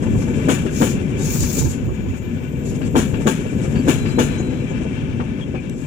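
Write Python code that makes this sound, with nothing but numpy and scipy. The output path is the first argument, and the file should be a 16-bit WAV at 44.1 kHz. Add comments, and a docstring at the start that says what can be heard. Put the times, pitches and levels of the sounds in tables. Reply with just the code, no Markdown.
"""Coaches are already rolling past a platform, rumbling and knocking, some three metres from a hand-held microphone.
Rough treads shake track and bogies and sing in the wheels' modes; the draught of the train buffets the two ports.
Flanges hiss along the rail, six axles strike a rail joint in three pairs, and slipping steel squeals thinly.
A deep coach body boom swells in later, and a tiny bright tick comes near the end.
Noise, pushes and short tones drive resonances and broad spectra; the squeals are wavering sines."""
import sys
import numpy as np
from scipy import signal
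from scipy.fft import rfft, irfft, next_fast_len
from scipy.io import wavfile
from scipy.ndimage import uniform_filter1d, map_coordinates

SR = 44100
rng = np.random.default_rng(int(sys.argv[2]) if len(sys.argv) > 2 else 0)


def file_out(sig):
    """Save sig as 16-bit WAV at sys.argv[1]."""
    # one column per channel
    cols = np.atleast_2d(sig).T
    # limit, then scale
    lim = np.clip(cols, -1, 1)
    pcm = np.round(lim * 32767).astype(np.int16)
    wavfile.write(sys.argv[1], SR, pcm)


N = 258426
T = np.arange(N) / SR
SIZE = next_fast_len(N + SR // 10, True)  # transform length, with room for tails
HZ = np.maximum(np.arange(SIZE // 2 + 1) * SR / SIZE, 1)

# Bogies passing the microphone, a pair at each coupling.
# Each row: nearest moment in seconds, then rumble, wheel roar and steel rubbing as relative levels in dB.
BOGIES = [(0.25, 2, 2, -7.5), (1.17, 0, -1.5, -18), (3.72, -2.5, 0.5, -6.5), (4.5, -1.5, 0.5, -31)]
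# Wheels striking the joint, two axles to a bogie.
# Each row: time in seconds, then track thump, rail ring, wheel ring and grinding edge as relative levels in dB.
JOINTS = [(0.477, -7, -17.5, -21.5, -24), (.805, -7.5, -15.5, -25, -25), (2.946, -6.5, -15.5, -21.5, -24),
          (3.257, -9, -17, -21.5, -25.5), (3.87, -8.5, -17.5, -22, -25), (4.177, -7, -18.5, -21, -25.5)]
# Resonances of track, rail, wheel, rubbing steel and the wheel rim's highest modes.
# Each row: pitch in Hz, width in Hz, relative level in dB.
TRACK_MODES = [(88, 6.9, -4), (158, 23, -5), (233.3, 77, 2.5), (305, 48, -3), (390.6, 17, -7),
               (424, 13, -6)]
RAIL_MODES = [(510, 113, 4), (757, 33, 3.5), (888, 44, 6.5), (998, 34, 4), (1127, 110, -1.5),
              (1420, 520, -8.5)]
WHEEL_MODES = [(1585, 80, -6), (1678, 80, 1), (2326, 130, -1.5), (2650, 30, -3), (2790, 110, -7),
               (3150, 180, -10), (3442, 26, -10)]
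RUB_MODES = [(6770, 88, 9.5), (7020, 90, 3.5), (7500, 41, 11), (10180, 80, -4), (11240, 230, -2.5)]
RIM_MODES = [(14760, 230, 12), (15250, 500, -6)]
# Broad spectra of rolling wheels, a struck wheel and a grinding edge. Each row: Hz, relative level in dB per Hz.
ROAR_SPECTRUM = [(300, 0.5), (700, 2.5), (1200, -7), (1600, -1.5), (2000, 2.5), (2500, 5.5), (2900, -0.5),
                 (3400, -6.5), (3900, -23.5), (4600, -17), (6000, -8), (12000, -27), (16000, -60)]
CLANG_SPECTRUM = [(500, -10), (1000, -3), (1500, 6), (2000, -2), (2700, 9.5), (3600, -19.5), (4600, -15),
                  (7000, -17), (14000, -56)]
SIZZLE_SPECTRUM = [(2000, -1.5), (3500, -4), (4700, -15.5), (5700, -4), (7200, 2.5), (8800, -8),
                   (11200, -7.5), (13000, -24), (16000, -32)]

SPEED_M_S, DISTANCE_M = 7.3, 3.08  # the train's pace; from the microphone to the near rail
RUMBLE_FALL_DB = 41.5  # per tenfold distance; also for the wake and the coach body
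WHEEL_DRIFT = 0.01  # wander of the wheel resonances, as a share of their pitch
STRUCK_DB = -1  # the wheel modes when struck
BOUNCE_DB = 20  # the landing pushes against the noise of the blow


def undb(db):
    """Decibels to gain."""
    return 10 ** (np.asarray(db) / 20)


def unit(x):
    """Scale to an rms of one."""
    return x / np.sqrt(np.mean(x ** 2))


def ease(x):
    """A smooth step from nought to one."""
    return np.sin(np.pi / 2 * np.clip(x, 0, 1)) ** 2


def across(points):
    """(Hz, value) points joined on a log-frequency axis."""
    hz, value = np.transpose(points)
    return np.interp(np.log(HZ), np.log(hz), value)


def colour(points):
    """Response of a broad spectrum, with unit power."""
    gain = undb(across(points))
    return gain / np.sqrt(np.mean(gain ** 2))


def ringing(modes):
    """Response of a set of damped resonances, with unit power; little is radiated outside their range."""
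    gain = sum(undb(db) / (1 + 1j * (HZ - hz ** 2 / HZ) / width) for hz, width, db in modes)
    lowest, highest = modes[0][0], modes[-1][0]
    gain = gain / (1 + (HZ / (1.6 * highest)) ** 4)
    gain = gain / (1 + (lowest / (2 * HZ)) ** 4)
    return gain / np.sqrt(np.mean(abs(gain) ** 2))


def steel(t60, ring_db):
    """The countless close modes of bogie and rail: direct sound and a short metallic ring, different at each port."""
    age = T[:SR // 2]
    tail = rng.standard_normal((2, len(age))) * np.exp(-np.log(1000) * age / t60)
    gain = 1 + undb(ring_db) * rfft(tail / np.sqrt(np.sum(tail[0] ** 2)), SIZE)
    return gain / np.sqrt(np.mean(abs(gain) ** 2))


def through(x, response):
    """Filter by a frequency response."""
    return irfft(rfft(x, SIZE) * response, SIZE)[..., :N]


def walk(rate):
    """Random levels held for 1 / rate seconds and smoothed twice; rms of one."""
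    k = int(SR / rate)
    steps = np.repeat(rng.standard_normal(N // k + 1), k)
    slewed = uniform_filter1d(uniform_filter1d(steps, k), k)
    return unit(slewed[:N])


def force(grain_db=0, grain_rate=300):
    """Random contact force, bunched into grains; the ports hear its bass much alike and its treble almost unrelated."""
    # Likeness of the two ports. Each row: Hz, likeness from 0 to 1.
    likeness = [(50, .8), (130, .85), (300, .88), (640, .65), (1300, .35), (3000, .2), (15000, .05)]
    mid, side = rng.standard_normal((2, N))
    alike = np.clip(across(likeness), 0, 1)
    shared = through(mid, np.sqrt(1 + alike))
    apart = through(side, np.sqrt(1 - alike))
    pair = shared + np.array([[1], [-1]]) * apart
    return unit(pair * undb(grain_db * walk(grain_rate)))


def drift(x, share, rate):
    """Let all the resonances in a sound wander up and down in pitch together."""
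    sway = walk(rate)
    place = np.arange(N) + share * sway / np.std(np.diff(sway))
    return np.array([map_coordinates(port, [place], order=3, mode="mirror") for port in x])


def passing(times, dbs, fall_db):
    """Summed level of sources that are nearest at the given times and fade with distance."""
    along_m = SPEED_M_S * (T - np.reshape(times, (-1, 1)))
    distance_ratio = np.hypot(along_m, DISTANCE_M) / DISTANCE_M
    db = np.reshape(dbs, (-1, 1)) - fall_db * np.log10(distance_ratio)
    return np.sqrt(np.sum(undb(db) ** 2, axis=0))


def running_level(bogie_db, worn_db, far_db, fall_db, lag_s=0):
    """A rolling layer swells as each bogie goes by and as each axle crosses the worn rail at the joint."""
    bogies = passing(np.array(BOGIES)[:, 0] + lag_s, bogie_db, fall_db)
    worn = passing(np.array(JOINTS)[:, 0] + lag_s, worn_db, fall_db)
    return np.sqrt(bogies ** 2 + worn ** 2 + undb(far_db) ** 2)


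def pings(count=700):
    """Specks and dents on the treads ring ever different steel modes: a shimmer of short-lived lines."""
    low_hz, high_hz, t60_s = 1410, 3554, 0.17
    spread_db = 2  # from ping to ping
    out = np.zeros((2, N + SR // 4))
    age = T[:SR // 4]
    ring = ease(age / 0.0043) * np.exp(-np.log(1000) * age / t60_s)
    for (when, pitch, left, right), size in zip(rng.random((count, 4)), rng.standard_normal(count)):
        hz = low_hz * (high_hz / low_hz) ** pitch
        shape = undb(spread_db * np.clip(size, -2, 1.5)) * ring
        start = int(when * N)
        turns = hz * age + np.array([[left], [right]])  # each port has its own phase
        out[:, start:start + len(age)] += shape * np.sin(2 * np.pi * turns)
    return unit(through(out, colour(ROAR_SPECTRUM)))


def rolling():
    """Tread roughness shakes the track low down and rings rail and wheels higher up; steel rubs lightly all along."""
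    # Spectra of track rumble and rubbing steel. Each row: Hz, relative level in dB per Hz.
    rumble_spectrum = [(25, -20.5), (60, -1), (110, -4.5), (150, 0.5), (200, 2), (250, -1), (310, -5),
                       (400, -9.5), (500, -13.5), (580, -19), (690, -27), (1000, -32), (1500, -51),
                       (3000, -85)]
    rub_spectrum = [(2500, 6.5), (4500, -3.5), (6000, 3.5), (7000, 7.5), (8000, 3), (9000, -0.5),
                    (11500, -17), (13000, -46), (15000, -23), (16000, -35)]
    _, rumble_db, roar_db, rub_db = np.transpose(BOGIES)
    rumble = through(force(grain_db=1.0, grain_rate=66), colour(rumble_spectrum)) * undb(0.66 * walk(9))
    rail = through(force(grain_db=0.5, grain_rate=64), undb(-7.0) * ringing(RAIL_MODES))
    # the wheel modes flutter and wander a little as the treads turn
    tread = force(grain_db=1.5, grain_rate=40)
    wheels = drift(through(tread, undb(-3.5) * ringing(WHEEL_MODES)), WHEEL_DRIFT, 8)
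    roar = through(force(grain_db=0.5, grain_rate=130), undb(-3.5) * colour(ROAR_SPECTRUM))
    rub = through(force(grain_db=4.5, grain_rate=52), undb(1.0) * colour(rub_spectrum))
    rub = rub + through(force(), undb(-3.5) * ringing(RUB_MODES))
    # each layer: beside a bogie, one axle on worn rail, the rest of the train, fall per tenfold distance (dB)
    rumble_level = running_level(-22 + rumble_db, -25.5, -25.5, RUMBLE_FALL_DB)
    # the wheels sing loudest just after they have gone by
    roar_level = running_level(-40 + roar_db, -66, -50.5, 19.5, lag_s=0.27)
    rub_level = running_level(-39.5 + rub_db, -48, -57.5, 51)
    rattle = undb(1.3 * walk(28))  # unevenness of the rolling metal
    metal = (rail + wheels + roar + undb(-10) * pings()) * roar_level * rattle
    metal = metal + rub * rub_level
    return rumble * rumble_level + through(metal, steel(t60=0.047, ring_db=-8.5))


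def draught():
    """Air dragged along by the coaches gustily buffets each port separately; single eddies stand out."""
    # Spectrum of the buffeting. Each row: Hz, relative level in dB per Hz.
    buffet_spectrum = [(15, -29), (28, -10), (42, -8.5), (70, -2), (110, 1), (170, -14), (300, -17.5),
                       (800, -67.5)]
    # Single eddies. Each row: peak in seconds, rise and equal fall in seconds, level in dB, left minus right in dB.
    eddies = [(0.135, 0.13, -19.5, -3), (0.958, 0.047, -26, -18), (1.255, 0.26, -32, -16),
              (1.424, 0.077, -16.5, 0), (1.637, 0.12, -23.5, -22), (1.88, 0.11, -21, -9),
              (2.076, 0.095, -25.5, -14), (3.0, 0.56, -31, 14), (4.018, 0.3, -25, 10), (5.13, 0.23, -27, 0)]
    steady_db, wake_db, gustiness_db = -30.5, -49, 1.5  # the bogies' wake hardly adds to the steady draught
    wake = np.hypot(passing(np.array(BOGIES)[:, 0], wake_db, RUMBLE_FALL_DB), undb(steady_db))
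    gusts_db = gustiness_db * np.array([walk(5.9), walk(9.0)])
    port_db = np.array([[0], [-2.5]])
    power = (wake * undb(gusts_db + port_db)) ** 2
    for s, length, db, pan_db in eddies:
        swell = ease(1 - abs(T - s) / length)
        power = power + (swell * undb(db + np.array([[pan_db], [-pan_db]]) / 2)) ** 2
    return through(rng.standard_normal((2, N)), colour(buffet_spectrum)) * np.sqrt(power)


def blows(times, dbs, delay, rise, hold, t60):
    """Envelope of blows that swell, hold briefly and die away (all in seconds)."""
    power = np.zeros(N)
    for s, db in zip(times, dbs):
        start = min(int((s + delay) * SR), N)
        age = T[:min(N - start, SR // 2)]
        decay = np.exp(-np.log(1000) * np.maximum(age - rise - hold, 0) / t60)
        shape = np.minimum(age / rise, 1) * decay
        power[start:start + len(age)] += (undb(db) * shape) ** 2
    return np.sqrt(power)


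def pushes(times, dbs):
    """Each blow begins with one firm push, the same at both ports."""
    push = np.zeros(N)
    push[(times * SR).astype(int)] = undb(dbs)
    return push


def knocks():
    """Short, light blows bump the track and briefly ring rail and wheel."""
    # Lighter knocks of running gear and far joints.
    # Each row: time in seconds, then track thump, rail ring and wheel ring as relative levels in dB.
    light_blows = [(.025, -20, -31, -37), (0.059, -18.5, -35, -36), (.141, -24, -39, -48),
                   (0.212, -34, -37, -38), (.273, -28, -34, -41), (0.33, -23, -38, -30),
                   (0.385, -17, -38, -42), (.655, -15.5, -37, -26.5), (.952, -20, -46, -41),
                   (1.201, -20.5, -37, -45), (1.351, -22, -33, -36), (1.426, -24, -38, -31.5),
                   (1.573, -17, -39, -36), (1.609, -23, -36, -44), (1.652, -22, -38, -36),
                   (1.885, -20.5, -39, -52), (2.053, -23, -44, -47), (2.13, -23, -39, -38),
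                   (2.355, -27.5, -60, -59), (2.66, -25, -57, -43), (2.808, -20.5, -38, -29),
                   (3.132, -21.5, -33.5, -26.5), (3.203, -19, -36, -40), (3.455, -20, -43, -35),
                   (3.526, -18.5, -41, -40), (3.645, -21, -45, -33), (3.748, -21, -38, -27),
                   (4.048, -21.5, -33, -24.5), (4.397, -19, -34, -45), (4.55, -24, -44, -47),
                   (4.706, -19, -44, -45), (4.806, -20, -53, -35), (4.853, -18.5, -50, -48),
                   (5.079, -31, -42, -41), (5.195, -17.5, -26.5, -30), (5.39, -28.5, -39, -38),
                   (5.541, -17.5, -35.5, -33)]
    rise_s, hold_s, t60_s = 0.0043, 0.0023, 0.091
    s, thump_db, rail_db, wheel_db = np.transpose(light_blows)
    bump = blows(s, thump_db, 0, rise_s, hold_s, t60_s)
    rail = blows(s, rail_db, 0.0018, rise_s, hold_s, t60_s)
    # the wheel speaks later and rings longer than the rail
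    wheel = blows(s, wheel_db, 0.0053, rise_s, hold_s, 0.2)
    track_force = undb(-3) * bump * force() + undb(20.5) * pushes(s, thump_db)
    thump = through(track_force, ringing(TRACK_MODES))
    clink = through(rail * force(), ringing(RAIL_MODES))
    ring = through(wheel * force(), undb(-9) * ringing(WHEEL_MODES))
    clang = through(wheel * force(), undb(-8.5) * colour(CLANG_SPECTRUM))
    return thump + clink + ring + clang


def leaning(lag_s=0):
    """Pressure of the flange on the rail: each scrape swells, creeps up slightly and lets go."""
    # A flange scraping along the rail. Each row: start in seconds, length in seconds, relative level in dB.
    scrapes = [(.08, 0.24, -43.5), (0.67, 0.31, -30), (1.142, 0.36, -28.5), (1.359, 0.34, -28),
               (1.556, 0.25, -34), (2.608, 0.14, -29), (2.724, 0.15, -45), (5.657, .34, -48.5)]
    attack_s, release_s, creep_db_per_s = 0.14, 0.14, 2
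    pressure = np.zeros(N)
    for s, length, db in scrapes:
        swell = ease((T - s - lag_s) / attack_s)
        release = ease((s + length - T) / release_s)
        pressure += undb(db + creep_db_per_s * (T - s)) * swell * release
    return pressure


def flange():
    """A flange leans on the rail: dense tiny slips merge into a bright, uneven hiss."""
    # Spectrum of the scraping. Each row: Hz, relative level in dB per Hz.
    scrape_spectrum = [(1500, -12.5), (3500, -9.5), (5000, -5), (6200, 1), (6900, 4), (7800, -1),
                       (8700, -10.5), (11300, -7.5), (13000, -18), (14000, -29), (16000, -34)]
    slips = force(grain_db=2.8, grain_rate=220) * leaning() * undb(1.4 * walk(30))
    body = undb(-2.04) * colour(scrape_spectrum) * steel(t60=0.17, ring_db=4.5)
    hiss = drift(through(slips, body), 0.025, 18)
    # as the contact point shifts, the rubbing modes flare up and fade on their own
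    flare = through(force(grain_db=3, grain_rate=26) * leaning(), undb(-8.5) * ringing(RUB_MODES))
    # the rim's highest modes take time to build up and speak mostly under high pressure
    pressure = leaning(lag_s=0.026)
    rim_force = force(grain_db=-2.5, grain_rate=40) * pressure ** 2 / pressure.max()
    whistle = through(rim_force, undb(-5.5) * ringing(RIM_MODES))
    return hiss + flare + whistle


def bounces(times, dbs, delay, count=6):
    """A wheel lands hard and rebounds a few times, unevenly and ever more lightly on the whole."""
    gap_s, fall_db_per_s, spread_db = 0.011, 232, 3  # mean gap; fading; unevenness between rebounds
    push = np.zeros(N)
    for s, db, (gaps, sizes) in zip(times, dbs, rng.uniform(-1, 1, (len(times), 2, count))):
        waits = gap_s * (1 + 0.5 * gaps)
        age = np.cumsum(waits) - waits[0]
        uneven_db = spread_db * sizes * (age > 0)  # the landing itself keeps its level
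        push[((s + delay + age) * SR).astype(int)] = undb(db - fall_db_per_s * age + uneven_db)
    return push


def joints():
    """A wheel drops into the gap, thumps the track, slams on the next rail end, rebounds and grinds over its edge."""
    s, thump_db, rail_db, wheel_db, edge_db = np.transpose(JOINTS)
    # rail, bright edge and wheel ring start a few milliseconds after the drop, the wheel last
    drop = blows(s, thump_db, delay=0.0026, rise=0.0035, hold=0.014, t60=0.2)
    land = blows(s, rail_db, delay=0.004, rise=0.0041, hold=0.0079, t60=0.11)
    slam = blows(s, wheel_db, delay=0.0088, rise=0.0077, hold=0.0037, t60=0.38)
    grind = blows(s, edge_db, delay=0.0048, rise=0.011, hold=0.019, t60=0.3)

    landing = undb(17.0) * pushes(s, thump_db) + undb(15.5) * bounces(s, thump_db, delay=0.00856)
    thump = through(undb(-3.5) * drop * force() + landing, ringing(TRACK_MODES))

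    rail_force = land * force(grain_db=3.0, grain_rate=400)
    rail_force = rail_force + undb(BOUNCE_DB) * bounces(s, rail_db, delay=0.008)
    clunk = through(rail_force, undb(-4.0) * ringing(RAIL_MODES))

    # so hard a blow favours the wheel's higher modes
    wheel = undb(-5) * colour(CLANG_SPECTRUM) * steel(t60=0.1, ring_db=10.5)
    wheel = wheel + undb(STRUCK_DB) * ringing(WHEEL_MODES) * (HZ / 2300) ** 0.5
    # the contact crackles as the wheel slams down
    wheel_force = undb(-4.5) * slam * force(grain_db=3.2, grain_rate=800)
    wheel_force = wheel_force + undb(BOUNCE_DB) * bounces(s, wheel_db, delay=0.014)
    clang = drift(through(wheel_force, wheel), WHEEL_DRIFT, 14)

    edge = colour(SIZZLE_SPECTRUM) * steel(t60=0.093, ring_db=9.0)
    edge = edge + undb(-18) * ringing(RUB_MODES) + undb(-16.5) * ringing(RIM_MODES)
    sizzle = through(grind * force(grain_db=2.5, grain_rate=440), edge)
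    return thump + clunk + clang + sizzle


def squeals():
    """Stick-slip feeds a single wheel mode: a wavering tone swells, holds and fades; most long ones sink a little."""
    # Squeals of slipping steel. Each row: start in seconds, length in seconds, fade-out in seconds,
    # starting pitch in Hz, glide in Hz per second, pitch waver as a share, level in dB.
    slips = [(1.6, 0.92, 0.36, 7000, -60, 0.018, -58.5), (1.596, 0.75, 0.22, 6820, -56.5, 0.0143, -57),
             (1.553, 1.9, .4, 14040, -220, 0.013, -61.5), (2.4, 1.1, 0.26, 7650, -0.5, 0.0079, -61),
             (2.825, 0.051, .015, 4600, 1, .03, -56), (3.748, 0.076, .025, 4590, 8, 0.018, -49),
             (3.8, 1.02, 0.5, 4030, -59.5, 0.011, -49.5), (4.05, 0.074, .025, 4740, -6, .028, -47),
             (4.377, 0.052, 0.018, 6800, 0.5, 0.059, -44.5), (4.686, .06, .03, 6900, 0, 0.06, -47),
             (5.406, 0.043, .012, 3270, -3, 0.0236, -42), (5.549, 0.065, .02, 2400, -1.5, 0.05, -39),
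             (5.68, 0.29, .06, 7630, 3, 0.024, -58)]
    out = np.zeros((2, N))
    for s, length, fade, hz, glide, waver, db in slips:
        span = (T > s) & (T < s + length)
        age = T[span] - s
        swell = ease(age / (0.13 * length)) * ease((length - age) / fade)
        pitch = (hz + glide * age) * (1 + waver * walk(900)[span])
        phase = 2 * np.pi * np.cumsum(pitch) / SR
        level = undb(db + 2.6 * walk(60)[span])
        tone = np.sqrt(2) * np.sin(phase + rng.uniform(0, 2 * np.pi, (2, 1)))
        out[:, span] += level * swell * tone
    return out


def boom():
    """The bogies shake a coach body in its one deep resonance."""
    # Swells of the boom. Each row: peak in seconds, level in dB.
    swells = [(2.95, -27), (4.35, -25)]
    # The coach body's resonance. Each row: pitch in Hz, width in Hz, relative level in dB.
    body_modes = [(147, 9.9, 0)]
    s, db = np.transpose(swells)
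    return through(force(), ringing(body_modes)) * passing(s, db, RUMBLE_FALL_DB)


def tick():
    """One tiny bright click: a very short burst of noise."""
    snap = blows([5.696], [-31], delay=0, rise=0.0004, hold=0.00091, t60=0.0084)
    return through(snap * force(), colour(SIZZLE_SPECTRUM))


def scene():
    """The train is mostly louder on the left; its sound bounces once between coach side and platform edge."""
    # Level balance of the two ports. Each row: Hz, left minus right in dB.
    balance = [(60, -2.5), (110, 4), (220, 5.5), (400, 6), (700, 5.5), (1100, 5.5), (1400, 12.5),
               (1700, 14.5), (2000, 11), (2500, 17), (3500, 12), (4600, 1), (7000, 16), (9500, -2.5),
               (12000, -4), (15000, 2)]
    echo_s, echo_gain, port_lag_s = 0.008, 0.25, 0.000348
    train = rolling() + boom() + joints() + knocks() + flange() + squeals() + tick()
    echo = 1 + echo_gain * np.exp(-2j * np.pi * HZ * echo_s) / (1 + (HZ / 2500) ** 2)
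    ports = np.array([undb(across(balance)), np.ones(len(HZ))])
    ports = ports / np.sqrt(np.mean(ports ** 2, axis=0))
    # the left port lags; bass spreads from the whole track and reaches both ports nearly together
    lag_s = port_lag_s * HZ ** 2 / (HZ ** 2 + 250 ** 2)
    lag = np.exp(-2j * np.pi * HZ * np.outer([1, 0], lag_s))
    return through(train, echo * ports * lag) + draught()


def record(dry):
    """The recorder rounds the highest peaks and cuts the top."""
    ceiling, top_hz = 1.7, 15750
    rounded = ceiling * np.tanh(dry / ceiling)
    return signal.sosfilt(signal.ellip(10, 0.2, 80, top_hz, fs=SR, output="sos"), rounded)


dry = scene()
out = record(dry)
file_out(out)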